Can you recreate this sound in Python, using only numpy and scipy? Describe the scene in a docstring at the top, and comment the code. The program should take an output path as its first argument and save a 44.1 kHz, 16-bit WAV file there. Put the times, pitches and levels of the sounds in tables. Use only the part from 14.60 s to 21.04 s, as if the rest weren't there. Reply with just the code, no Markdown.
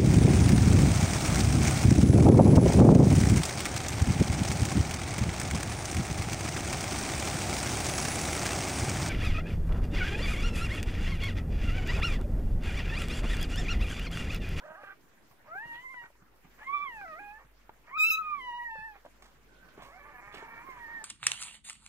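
"""In a bedding-lined pen indoors a newborn puppy is handled and cries.
Clear gliding whines, one rising to a squeal, are summed partials over a pulsed breath; groans are jittery fold beats.
Cracks, airy rasps and a faint whistle join them. Hands and paws bump (short two-mode rings) and rustle the
bedding (grainy noise). The room hisses softly in noise bands; a low hum fades in and wavers underneath."""
import sys
import numpy as np
from scipy import signal
from scipy.fft import rfft, irfft
from scipy.io import wavfile
from scipy.ndimage import uniform_filter1d, map_coordinates

SR = 44100
rng = np.random.default_rng(int(sys.argv[2]) if len(sys.argv) > 2 else 0)


def log_audio(samples):
    """Write samples as a 16-bit WAV file to the path given in sys.argv[1]."""
    # one column per channel
    frames = np.atleast_2d(samples).T
    # limit to full scale, then quantise
    limited = np.clip(frames, -1, 1)
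    pcm = np.round(limited * 32767).astype(np.int16)
    wavfile.write(sys.argv[1], SR, pcm)


N = 284004
CUTOFF_HZ = 16150

# Clear cries, one list per cry. Each row: time in seconds, pitch in Hz, levels of the
# fundamental, octave and third partial in dB.
CRIES = [
    [(0.87, 586.5, -74, -77, -80), (0.886, 604.2, -55, -59, -77), (0.928, 671.9, -55.5, -49, -63),
     (0.956, 753.5, -48.5, -49, -65.5), (0.996, 853.7, -51, -45, -66), (1.042, 939.0, -49.5, -47, -71),
     (1.07, 942, -62.5, -55.5, -63), (1.138, 922.5, -47.5, -50.5, -67), (1.228, 1010, -68.5, -51.5, -73),
     (1.24, 1023, -50, -57, -77), (1.254, 1042, -55, -48.5, -89), (1.276, 1024, -60, -50, -89),
     (1.31, 1061, -53.5, -52.5, -83), (1.394, 955.5, -55.5, -49.5, -67), (1.458, 931.5, -59.5, -58, -80),
     (1.48, 953.3, -90, -72, -90)],
    [(2.0, 854, -77, -62, -85), (2.026, 855.5, -48.5, -48, -77), (2.048, 1026, -74, -58, -82),
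     (2.078, 1065, -44.5, -43.5, -69), (2.104, 1120, -40.5, -50, -75), (2.122, 1124, -46, -51.5, -67),
     (2.144, 1180, -29.5, -41, -68), (2.178, 1160, -34.5, -49, -62.5), (2.186, 1141, -36.5, -54, -67),
     (2.23, 1174, -39.5, -43.5, -66), (2.248, 1147, -40.5, -53, -63), (2.278, 1058, -48.5, -46, -61),
     (2.32, 938, -53.5, -51.5, -66.5), (2.43, 783, -48, -51, -57.5), (2.44, 775.7, -47.5, -50, -68),
     (2.46, 671, -53.5, -50.5, -56), (2.54, 610.1, -53, -49, -57.5), (2.584, 696.0, -52.5, -50.5, -61),
     (2.6, 823.4, -51.5, -51, -59.5), (2.694, 821.5, -50.5, -58, -59.5), (2.78, 882.8, -58, -51, -82),
     (2.83, 946.7, -81, -84, -95)],
    [(3.3, 939, -58, -56, -97), (3.314, 1014, -51, -59.5, -72), (3.356, 1183, -38.5, -46, -87),
     (3.372, 1305, -33, -49, -69)] + [(3.382, 1281, -37, -44, -53), (3.388, 1233, -39, -41.5, -50),
     (3.41, 1261, -42.5, -30.5, -47), (3.442, 1288, -37, -26.5, -42.5), (3.488, 1337, -49, -30, -47),
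     (3.496, 1344, -46, -38.5, -39), (3.504, 1338, -64, -24.5, -52), (3.514, 1281, -41.5, -32.5, -48),
     (3.556, 1292, -39.5, -37, -38.5), (3.566, 1262, -40, -47, -56), (3.572, 1287, -42, -38, -49),
     (3.58, 1275, -36.5, -36.5, -58), (3.59, 1297, -33, -62, -58)] + [(3.605, 1306, -35, -56, -68),
     (3.617, 1265, -34, -55, -84), (3.651, 1234, -40, -49, -73), (3.735, 1192, -36.5, -48, -80),
     (3.775, 1136, -42.5, -51.5, -77), (3.817, 1011, -48.5, -45.5, -60), (3.901, 967, -44, -53.5, -57),
     (3.927, 954, -44.5, -48.5, -61), (3.969, 971, -44.5, -60, -55.5), (4.003, 957, -46, -45.5, -69),
     (4.035, 965, -45.5, -57, -62), (4.067, 935, -57.5, -40, -81), (4.095, 921, -42, -47, -81),
     (4.113, 890, -47, -44, -57), (4.121, 902, -41.5, -45, -65.5), (4.197, 862.6, -50, -47.5, -58.5),
     (4.261, 903.4, -49, -44.5, -68), (4.36, 794, -61, -72, -72)],
    [(5.8, 891.4, -67, -65, -89), (5.826, 912.6, -50.5, -84, -84), (5.94, 941.4, -69, -74, -87),
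     (5.982, 900.8, -58, -84, -89), (6.024, 964.6, -62, -65, -87), (6.066, 1086, -53, -75, -94),
     (6.098, 1063, -50.5, -52.5, -91), (6.19, 953.3, -58.5, -76, -80)] + [(6.21, 952, -54.5, -57, -86),
     (6.24, 935, -55, -50, -85), (6.27, 903, -56, -50.5, -82), (6.31, 928, -51, -52.5, -85),
     (6.378, 913, -60, -46, -82), (6.424, 867, -55, -53, -87), (6.44, 906, -59, -66, -84)],
]
# Throat colour, mouth open. Each row: frequency in Hz, relative level in dB.
THROAT = [(210, -68.5), (350, -26.5), (652, -9), (737, -5.5), (912, -3.5), (1210, 0), (1490, -8.5),
          (1730, 3), (1980, -7.5), (2240, 0.5), (2660, -19), (4000, -51), (5200, -71), (8800, -120)]


def from_db(db):
    """Decibels to gain."""
    return 10 ** (np.asarray(db) / 20)


def rms_one(x):
    """Scale to rms 1."""
    return x / np.sqrt(np.mean(x ** 2) + 1e-20)


def in_time(rows):
    """Every column after the time column, interpolated sample by sample."""
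    s, *columns = np.transpose(rows)
    return [np.interp(np.arange(N) / SR, s, column) for column in columns]


def span(rows):
    """First and last time of a table."""
    return rows[0][0], rows[-1][0]


def per_cry(ends):
    """A value given at the start and end of each cry, sample by sample."""
    rows = []
    for cry, pair in zip(CRIES, ends):
        rows += zip(span(cry), pair)
    return in_time(rows)[0]


def sounding(spans, fade_s):
    """1 while any span (start s, end s) lasts, 0 between, with soft edges."""
    t = np.arange(N) / SR
    on = sum((t >= start) & (t <= end + .011) for start, end in spans) > 0
    return uniform_filter1d(on * 1., size=int(fade_s * SR), mode="nearest")


def at_hz(points, hz):
    """A spectrum in dB read on a log-frequency axis."""
    points = np.array(points)
    return np.interp(np.log(hz), np.log(points[:, 0] + 1), points[:, 1])


def drift(corner_hz):
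    """Random wander of rms 1: noise through two equal poles at corner_hz, run at SR / 8."""
    r = np.exp(-16 * np.pi * corner_hz / SR)
    noise = rng.standard_normal(N // 8 + 8002)
    slow = signal.lfilter([1], [1, -2 * r, r * r], noise)[8000:]  # settled part
    return np.interp(np.arange(N) / 8, np.arange(len(slow)), rms_one(slow))


def narrow(hz, corner_hz):
    """Noise squeezed into a thin line around a fixed or moving centre; rms about 1."""
    phase = 2 * np.pi * np.cumsum(hz * np.ones(N)) / SR
    return drift(corner_hz) * np.cos(phase) + drift(corner_hz) * np.sin(phase)


def coloured(x, spectrum):
    """Impose a spectrum in dB per Hz."""
    hz = np.maximum(np.arange(N // 2 + 1) * SR / N, 1)
    return irfft(rfft(x) * from_db(at_hz(spectrum, hz)), N)


def placed(x, pan_db):
    """Nearer the right port: the left hears it a little later; pan_db is left over right."""
    left_lag_s = 0.00013
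    late = map_coordinates(x, [np.arange(N) - left_lag_s * SR], order=3)
    return np.array([late * from_db(pan_db / 2), x * from_db(-pan_db / 2)])


def room_noise(patchy_db):
    """Half-octave bands of stereo noise; the low bands shuffle in lumps, the high ones hiss more smoothly."""
    # Each row: time in seconds, low shuffle and hiss in dB (taken about their means, weighted per band).
    room = [(0.0, -69.5, -75), (0.6, -71, -78), (0.88, -70.5, -78), (1.09, -67.5, -71), (1.45, -72, -69),
            (1.7, -72, -80.5), (2.22, -68.5, -72), (2.64, -68.5, -74), (2.83, -72, -78), (3.34, -71.5, -81),
            (3.53, -68, -82.5), (4.11, -71.5, -71), (4.43, -71.5, -74), (4.63, -69.5, -80.5),
            (4.97, -69, -82.5), (5.76, -67.5, -80), (6.44, -68.5, -79)]
    # Room air colour. Each row: frequency in Hz, relative level in dB per Hz.
    air_colour = [(18, -21), (30, 3), (70, -7), (120, -5.5), (340, -5), (650, -9.5), (800, -10),
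                  (1720, -10), (2490, -15), (4000, -21.5), (7000, -23), (9500, -29), (13000, -25),
                  (16000, -23.5)]
    # Each row: frequency in Hz, left-right correlation.
    likeness = [(60, 0.53), (180, 0.46), (550, 0.48), (1650, 0.19), (4970, -0.07), (15000, 0.026)]
    shared_wander = .35  # patchiness common to all bands, against 1 for each band's own
    low_db, hiss_db = in_time(room)
    low_db, hiss_db = low_db - low_db.mean(), hiss_db - hiss_db.mean()
    white = coloured(rng.standard_normal((4, N)), air_colour).reshape(2, 2, N)
    edges_hz = 16.22 * 2 ** np.arange(0, 10.1, .5)
    noise, together = 0, drift(0.99)
    for k, (low_hz, high_hz) in enumerate(zip(edges_hz, edges_hz[1:])):
        band = signal.butter(2, [low_hz, high_hz], "band", fs=SR, output="sos")
        mid, side = signal.sosfilt(band, white[k % 2])
        alike = np.clip(at_hz(likeness, np.sqrt(low_hz * high_hz)), -1, 1)
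        treble = np.clip(np.log2(low_hz / 400) / 10.0, 0, 1)
        level_db = (1.5 - treble) * low_db + treble * hiss_db
        lumps_db = patchy_db * (2 - 1.13 * treble) * (shared_wander * together + drift(11.6))
        stereo = np.sqrt(1 + alike) * mid + np.sqrt(1 - alike) * side * [[1], [-1]]
        noise = noise + from_db(level_db + lumps_db) * stereo
    return from_db(-61.5) * rms_one(noise) * from_db([[-.7], [.7]])


def hum():
    """A steady low tone plus a narrow noise halo that makes it waver; same waveform in both ports."""
    # Each row: time in seconds, rms level in dB.
    hum_level = [(0.0, -93), (0.6, -92), (1.3, -76), (1.6, -72), (2.06, -68), (3.3, -67.5), (3.9, -67),
                 (6.44, -67.5)]
    hum_hz, halo_corner_hz, halo_share = 49, 3.2, .2
    steady = np.sin(2 * np.pi * hum_hz * np.arange(N) / SR)
    tone = rms_one(steady + halo_share * narrow(hum_hz, halo_corner_hz))
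    return from_db(in_time(hum_level)[0]) * tone * from_db([[-1.0], [1.0]])


def pen(x):
    """Walls and bars of the pen: convolution with a short dull noise tail, different in each channel."""
    cut_hz, tail_db, t60_s = 2500, -17, .12
    t = np.arange(SR // 3) / SR
    tail = rng.standard_normal((2, len(t))) * from_db(-60 * t / t60_s) * (t > .002)
    tail = signal.sosfilt(signal.butter(1, cut_hz, fs=SR, output="sos"), tail)
    tail = tail / np.sqrt(np.sum(tail ** 2) / 2)
    return from_db(tail_db) * signal.fftconvolve(x, tail, axes=1)[:, :N]


def rustles(grain_db, rise_s):
    """Bedding cloth crackles: grainy noise that swells fast and dies away exponentially."""
    # Each row: start in seconds, level in dB, t60 in seconds.
    rustle_rows = [(0.711, -66, 0.2), (1.5527, -79, 0.14), (1.7304, -79, 0.053), (1.7585, -66, 0.06),
                   (4.452, -63, 0.16), (4.621, -53, 0.13), (4.64, -62, 0.43), (5.174, -71, 0.15),
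                   (5.2196, -53.5, 0.39), (5.7244, -59, 0.2), (5.744, -51, 0.12), (5.7789, -58.5, 0.23),
                   (6.0993, -59, 0.16)]
    # Each row: frequency in Hz, relative level in dB per Hz.
    cloth_colour = [(300, 4.5), (1000, 7.5), (3000, 0), (8000, -8), (16000, -15)]
    t = np.arange(N) / SR
    shape = 0
    for s, db, t60_s in rustle_rows:
        decay = from_db(db - 60 * np.abs(t - s) / max(t60_s, .01))
        shape = shape + np.clip((t - s) / rise_s, 0, 1) * decay
    grains = rng.standard_normal(N) * from_db(grain_db * drift(430))
    return placed(rms_one(coloured(grains, cloth_colour)) * shape, -4.0)


def struck(events, t60_s, cycles, pan_db, puff_share):
    """Each (s, dB, Hz) event rings at two modes with a dull noise puff; t60 is t60_s plus some cycles."""
    second_ratio, second_db = 1.53, -7
    length = 4410
    out, t = np.zeros(N + length), np.arange(length) / SR
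    dull = signal.butter(3, 1700, fs=SR, output="sos")
    puffs = rms_one(signal.sosfilt(dull, rng.standard_normal((len(events), length))))
    for (s, db, hz), puff in zip(events, puffs):
        upper = from_db(second_db) * np.sin(2 * np.pi * second_ratio * hz * t)
        ring = np.sin(2 * np.pi * hz * t) + upper
        blow = (ring + puff_share * puff) * from_db(db - 60 * t / (t60_s + cycles / hz))
        soft_contact = np.minimum(t * hz / 1.04, 1)  # full after about one cycle
        out[round(s * SR):][:length] += blow * soft_contact
    return placed(out[:N], pan_db)


def bumps():
    """Hands and paws bump: short impulses, each ringing at its own pitch."""
    # Each row: start in seconds, level in dB, ring in Hz.
    bump_rows = [(0.104, -45, 205), (0.233, -41.5, 577), (0.711, -52.5, 1080), (0.951, -42, 414.6),
                 (1.054, -42, 148.7), (1.109, -48, 303), (1.432, -51, 151.2), (1.501, -52, 580),
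                 (1.552, -57, 960), (1.62, -46, 183), (1.846, -44.5, 170.4), (2.846, -48.5, 148.5),
                 (3.093, -36.5, 908), (3.248, -54, 904), (3.499, -45, 160), (4.154, -43, 540),
                 (4.183, -44.5, 176.3), (4.214, -47, 135), (4.449, -40.5, 596), (4.461, -40, 652),
                 (4.477, -50.5, 327), (5.044, -50, 184), (5.19, -41.5, 192.2), (5.1765, -37, 402),
                 (5.2215, -38.5, 681), (5.229, -51, 133.5), (5.67, -48, 127), (5.742, -36, 417.3),
                 (5.825, -35, 414.5), (6.086, -42, 357)]
    return struck(bump_rows, t60_s=.025, cycles=3.0, pan_db=-1.5, puff_share=0.45)


def wheeze():
    """Air through a narrow gap: a faint breathy whistle of narrow noise on a wandering centre."""
    # Each row: time in seconds, rms level in dB.
    whistle_level = [(4.86, -81), (4.92, -68.5), (5.168, -67), (5.2, -75)]
    centre_hz, corner_hz = 1500 * (1 + .012 * drift(12.1)), 70
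    whistle = narrow(centre_hz, corner_hz) * from_db(in_time(whistle_level)[0])
    return placed(whistle * sounding([span(whistle_level)], .03), -7.5)


def rasp():
    """A dry, airy rasp: grainy upper-middle noise that swells and fades linearly in dB."""
    # Each row: peak time in seconds, peak rms level in dB, rise and fall in seconds per range_db.
    rasp_rows = [(1.156, -56, 0.075, 0.098), (5.094, -69.5, .07, 0.073), (5.226, -56, 0.052, 0.08),
                 (5.746, -49, 0.034, .12), (6.2, -68, 0.14, 0.057)]
    # Each row: frequency in Hz, relative level in dB per Hz.
    rasp_colour = [(1800, -1), (2400, 3), (3300, 1), (4200, -7), (7000, -38), (12000, -51)]
    range_db = 24
    t = np.arange(N) / SR
    shape = 0
    for s, db, rise_s, fall_s in rasp_rows:
        shape = shape + from_db(db - range_db * np.maximum((s - t) / rise_s, (t - s) / fall_s))
    grains = rng.standard_normal(N) * from_db(3.1 * drift(110))
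    return placed(rms_one(coloured(grains, rasp_colour)) * shape, -9.0)


def cracks():
    """Cracks in the voice: short rings at one pitch with a noise puff."""
    # Each row: start in seconds, level in dB.
    crack_rows = [(1.18, -55), (1.342, -43), (1.438, -44.5), (1.459, -48), (2.413, -39), (2.479, -43),
                  (3.377, -43)]
    crack_hz = 1483
    events = [(s, db, crack_hz) for s, db in crack_rows]
    return struck(events, t60_s=0.025, cycles=0, pan_db=-9.5, puff_share=0.35)


def groans(uneven_db, grain_db):
    """Hoarse voice: fold beats jump between registers and jitter, air puffs each beat, the throat colours both."""
    # Registers; the short ones near 500 Hz are rasping starts and ends of cries.
    # Each row: start and end in seconds, fold beats at start and end in Hz,
    # level at start and end in dB, change of the sound below about 1 kHz in dB.
    registers = [(0.0, 0.029, 391.7, 520, -58.5, -58, 3.5), (0.038, 0.063, 559.3, 654, -57, -52, 4),
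                 (0.064, 0.157, 305.3, 328, -50, -53, 2), (0.166, 0.218, 391.3, 420, -54, -51.5, 1.5),
                 (0.227, 0.325, 401.7, 388, -49, -48.5, -10.5), (0.85, 0.887, 515.5, 500, -65, -66, 12),
                 (1.416, 1.485, 478, 460, -57, -67, 3), (1.984, 2.041, 534.4, 480, -55, -55, 1.5),
                 (2.788, 2.83, 462, 580, -59.5, -68.5, 12), (3.272, 3.319, 516, 430, -52.5, -58, -2.5),
                 (4.349, 4.392, 540, 500, -52.5, -66.5, 0), (5.18, 5.237, 499.4, 540, -59.5, -58, 9.5),
                 (5.249, 5.31, 543.5, 570, -62.5, -60, 14.5), (5.32, 5.391, 647, 793, -55, -58, 7),
                 (5.397, 5.45, 563, 575, -53.5, -57, 5), (5.457, 5.53, 301.8, 292, -55, -55.5, 5.5),
                 (5.537, 5.6, 249, 243, -55.5, -51.5, 4.5), (5.623, 5.74, 200, 206, -52.5, -53.5, 2),
                 (5.747, 5.958, 439, 463, -51.5, -53, 4), (5.965, 6.04, 449, 480, -48, -56, -2)]
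    # Each row: time in seconds, rms beat jitter as a share of the rate.
    fold_jitter = [(0, .012), (.06, .009), (.12, .016), (.2, .02), (.23, .03), (.35, .02), (.84, .3),
                   (5.24, .3), (5.25, .03), (5.33, .012), (5.5, .018), (5.55, .006), (5.62, .007),
                   (5.72, .012), (5.75, .022), (5.81, .012), (6.05, .014)]
    # Throat colour, mouth nearly shut. Each row: frequency in Hz, relative level in dB.
    throat_shut = [(210, -35), (350, -28.5), (559, -11.5), (607, 3.5), (658, -8), (775, -6), (1090, -10),
                   (1250, -4), (1570, -3), (2210, -23), (2400, -18), (4000, -36), (5200, -69), (8800, -120)]
    mouth_opens_s = .5
    air_at_1pct_db, air_db_per_doubling, air_top_db = -6.5, 2.5, 3  # air over beats, by jitter
    wander, wander_corner_hz = .009, 12  # slow rate wander, as a share

    rows = []
    for s0, s1, hz0, hz1, db0, db1, lift_db in registers:
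        rows += [(s0, hz0, db0, lift_db), (s1, hz1, db1, lift_db)]
    hz, level_db, low_db = in_time(rows)
    jitter, = in_time(fold_jitter)
    air_db = np.minimum(air_at_1pct_db + air_db_per_doubling * np.log2(100 * jitter), air_top_db)
    unsteady_hz = hz * (1 + jitter * drift(120) + wander * drift(wander_corner_hz))
    phase = 2 * np.pi * np.cumsum(unsteady_hz) / SR

    shut = np.arange(N) < mouth_opens_s * SR
    shares = [from_db(np.where(shut, at_hz(throat_shut, k * hz), at_hz(THROAT, k * hz)))
              for k in range(1, 16)]
    total = np.sqrt(sum(share ** 2 for share in shares) / 2)
    beats = 0
    for k, share in enumerate(shares, start=1):
        beats = beats + share * from_db(uneven_db * drift(33)) * np.cos(k * phase)
    beats = beats / total

    puffs = rng.standard_normal(N) * (1 + .5 * np.cos(phase))
    air = np.where(shut, rms_one(coloured(puffs, throat_shut)), rms_one(coloured(puffs, THROAT)))
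    sound = (from_db(air_db) * air - beats) / np.sqrt(1 + from_db(2 * air_db))
    low = signal.sosfiltfilt(signal.butter(3, 1000, fs=SR, output="sos"), sound)
    sound = sound + (from_db(low_db) - 1) * low
    level = from_db(level_db + grain_db * drift(200))
    return placed(sound * level * sounding([row[:2] for row in registers], 0.027), -4.0)


def cries(flutter_db, waver):
    """Steady fold vibration: 13 partials, each fluttering on its own, with a breath pulsed by the folds."""
    # Squeal at full effort. Each row: time in seconds, 7th and higher partials together in dB,
    # harsh wobble of the upper partials in dB, upper mouth resonance in Hz.
    squeal_effort = [(3.37, -76, -20, 7440), (3.386, -63, -4, 7640), (3.406, -49.5, -27, 7570),
                     (3.45, -47, -30, 7700), (3.49, -52, -29, 5700), (3.51, -42.5, -11, 6120),
                     (3.535, -43, -14.5, 6500), (3.558, -61.5, -26, 6435), (3.592, -70.5, -7, 6400),
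                     (3.63, -82, -22, 6370)]
    # Mouth colour of the 7th and higher partials. Each row: frequency in Hz, relative level in dB.
    squeal_colour = [(5060, -92), (8600, -57), (9080, -52), (11100, -17.5), (11500, -14), (12600, -18),
                     (14300, -10.5), (15900, -21)]
    # 4th to 6th partial in the squeal, in dB against the 7th and higher together, before the mouth resonance.
    strained_levels_db = [-2.5, -12, -12.5]
    # 4th to 6th partial against the third in a relaxed cry. Each row: frequency in Hz, level in dB.
    overtones = [(2400, 11), (2900, -27.5), (3900, -17.5), (5000, -24), (6200, -24)]
    # Part of the voice that differs between the ports. Each row: frequency in Hz, level in dB.
    port_spread = [(60, -10), (150, -3), (380, -24), (950, -5), (2380, 3.5), (5980, -7), (15000, -1)]
    # Side on which a partial is louder. Each row: frequency in Hz, left over right in dB.
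    side_lean = [(600, 4.5), (900, 1), (1150, -10), (1300, 3), (1800, 2.5), (2600, -1.5), (3500, -6),
                 (15000, -7.5)]
    # One row per cry: breath noise at start and end in dB.
    breath_ends_db = [(-61, -93), (-71.5, -68.5), (-68.5, -88.5), (-56, -58.5)]
    # One row per cry: openness of the mouth for the overtones at start and end in dB.
    bright_ends_db = [(-17, 8), (-10, -12.5), (-1, 3), (-10, -10)]
    # The head turns. One row per cry: left-over-right shift at start and end in dB.
    turn_ends_db = [(-2.35, -0.5), (0.32, -8), (2.3, -5.5), (-2, -7.5)]
    ring_peak_db, ring_half_width_hz = 17, 325  # upper mouth resonance
    # the pen's reflections make the port difference wander at random
    spread_wander, spread_corner_hz = 0.4, 12.6

    hz, *levels_db = in_time(np.vstack(CRIES))
    breath_db, bright_db = per_cry(breath_ends_db), per_cry(bright_ends_db)
    turn_db = per_cry(turn_ends_db)
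    top_db, harsh_db, ring_hz = in_time(squeal_effort)
    phase = 2 * np.pi * np.cumsum(hz * (1 + waver * drift(50.0))) / SR
    strained = sounding([span(squeal_effort)], .006)

    gains = [np.sqrt(2) * from_db(db) for db in levels_db]
    for k, strained_db in enumerate(strained_levels_db, start=4):
        ring_db = ring_peak_db / (1 + ((k * hz - ring_hz) / ring_half_width_hz) ** 2)
        relaxed_gain = gains[2] * from_db(bright_db + at_hz(overtones, k * hz))
        gains.append(relaxed_gain + strained * from_db(top_db + strained_db + ring_db))
    shares = [from_db(at_hz(squeal_colour, k * hz)) * (k * hz < CUTOFF_HZ) for k in range(7, 14)]
    total = np.sqrt(sum(share ** 2 for share in shares) / 2)
    gains += [from_db(top_db) * strained * share / total for share in shares]

    harsh = strained * from_db(harsh_db) * drift(500)  # fast wobble puts noise between the partials
    husky = 1 + np.minimum(from_db(breath_db + 42.5), .4) * drift(150)  # breathy voice beats unevenly
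    voice = 0
    for k, gain in enumerate(gains, start=1):
        harshness = 1 + harsh * np.clip((k - 2) / 3, 0, 1.5)
        gain = gain * husky * from_db(flutter_db * drift(22)) * harshness
        # quadrature part of opposite sign: the left port hears each partial later
        wandering = 1 + spread_wander * drift(spread_corner_hz)
        apart = from_db(at_hz(port_spread, k * hz)) * wandering * [[-1], [1]]
        lean = from_db((at_hz(side_lean, k * hz) + turn_db) * np.array([[.5], [-.5]]))
        angle = k * phase + k * k
        partial = np.sin(angle) + apart * np.cos(angle)
        voice = voice + gain * partial * 2 * lean / lean.sum(axis=0)

    breath = rms_one(coloured(rng.standard_normal(N), THROAT)) * (1 + 0.15 * np.cos(phase))
    breath = placed(from_db(breath_db + 2.1 * drift(23)) * breath, -1.4)
    return (voice + breath) * sounding(map(span, CRIES), 0.0066)


def scene():
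    """Everything near sounds in the pen; room noise and hum lie underneath."""
    voice = cries(flutter_db=1.4, waver=.0035) + cracks()  # waver: rms share of the pitch
    voice = voice + groans(uneven_db=2.7, grain_db=1.5)
    handling = bumps() + rustles(grain_db=3.5, rise_s=.002)
    near = voice + handling + rasp() + wheeze()
    return near + pen(near) + room_noise(patchy_db=1.5) + hum()


def record(dry):
    """The converter sits slightly off zero; a steep low-pass cuts the top."""
    offset = -.0005
    top_cut = signal.cheby2(18, 70, CUTOFF_HZ, fs=SR, output="sos")
    return signal.sosfilt(top_cut, dry) + offset


dry = scene()
out = record(dry)
log_audio(out)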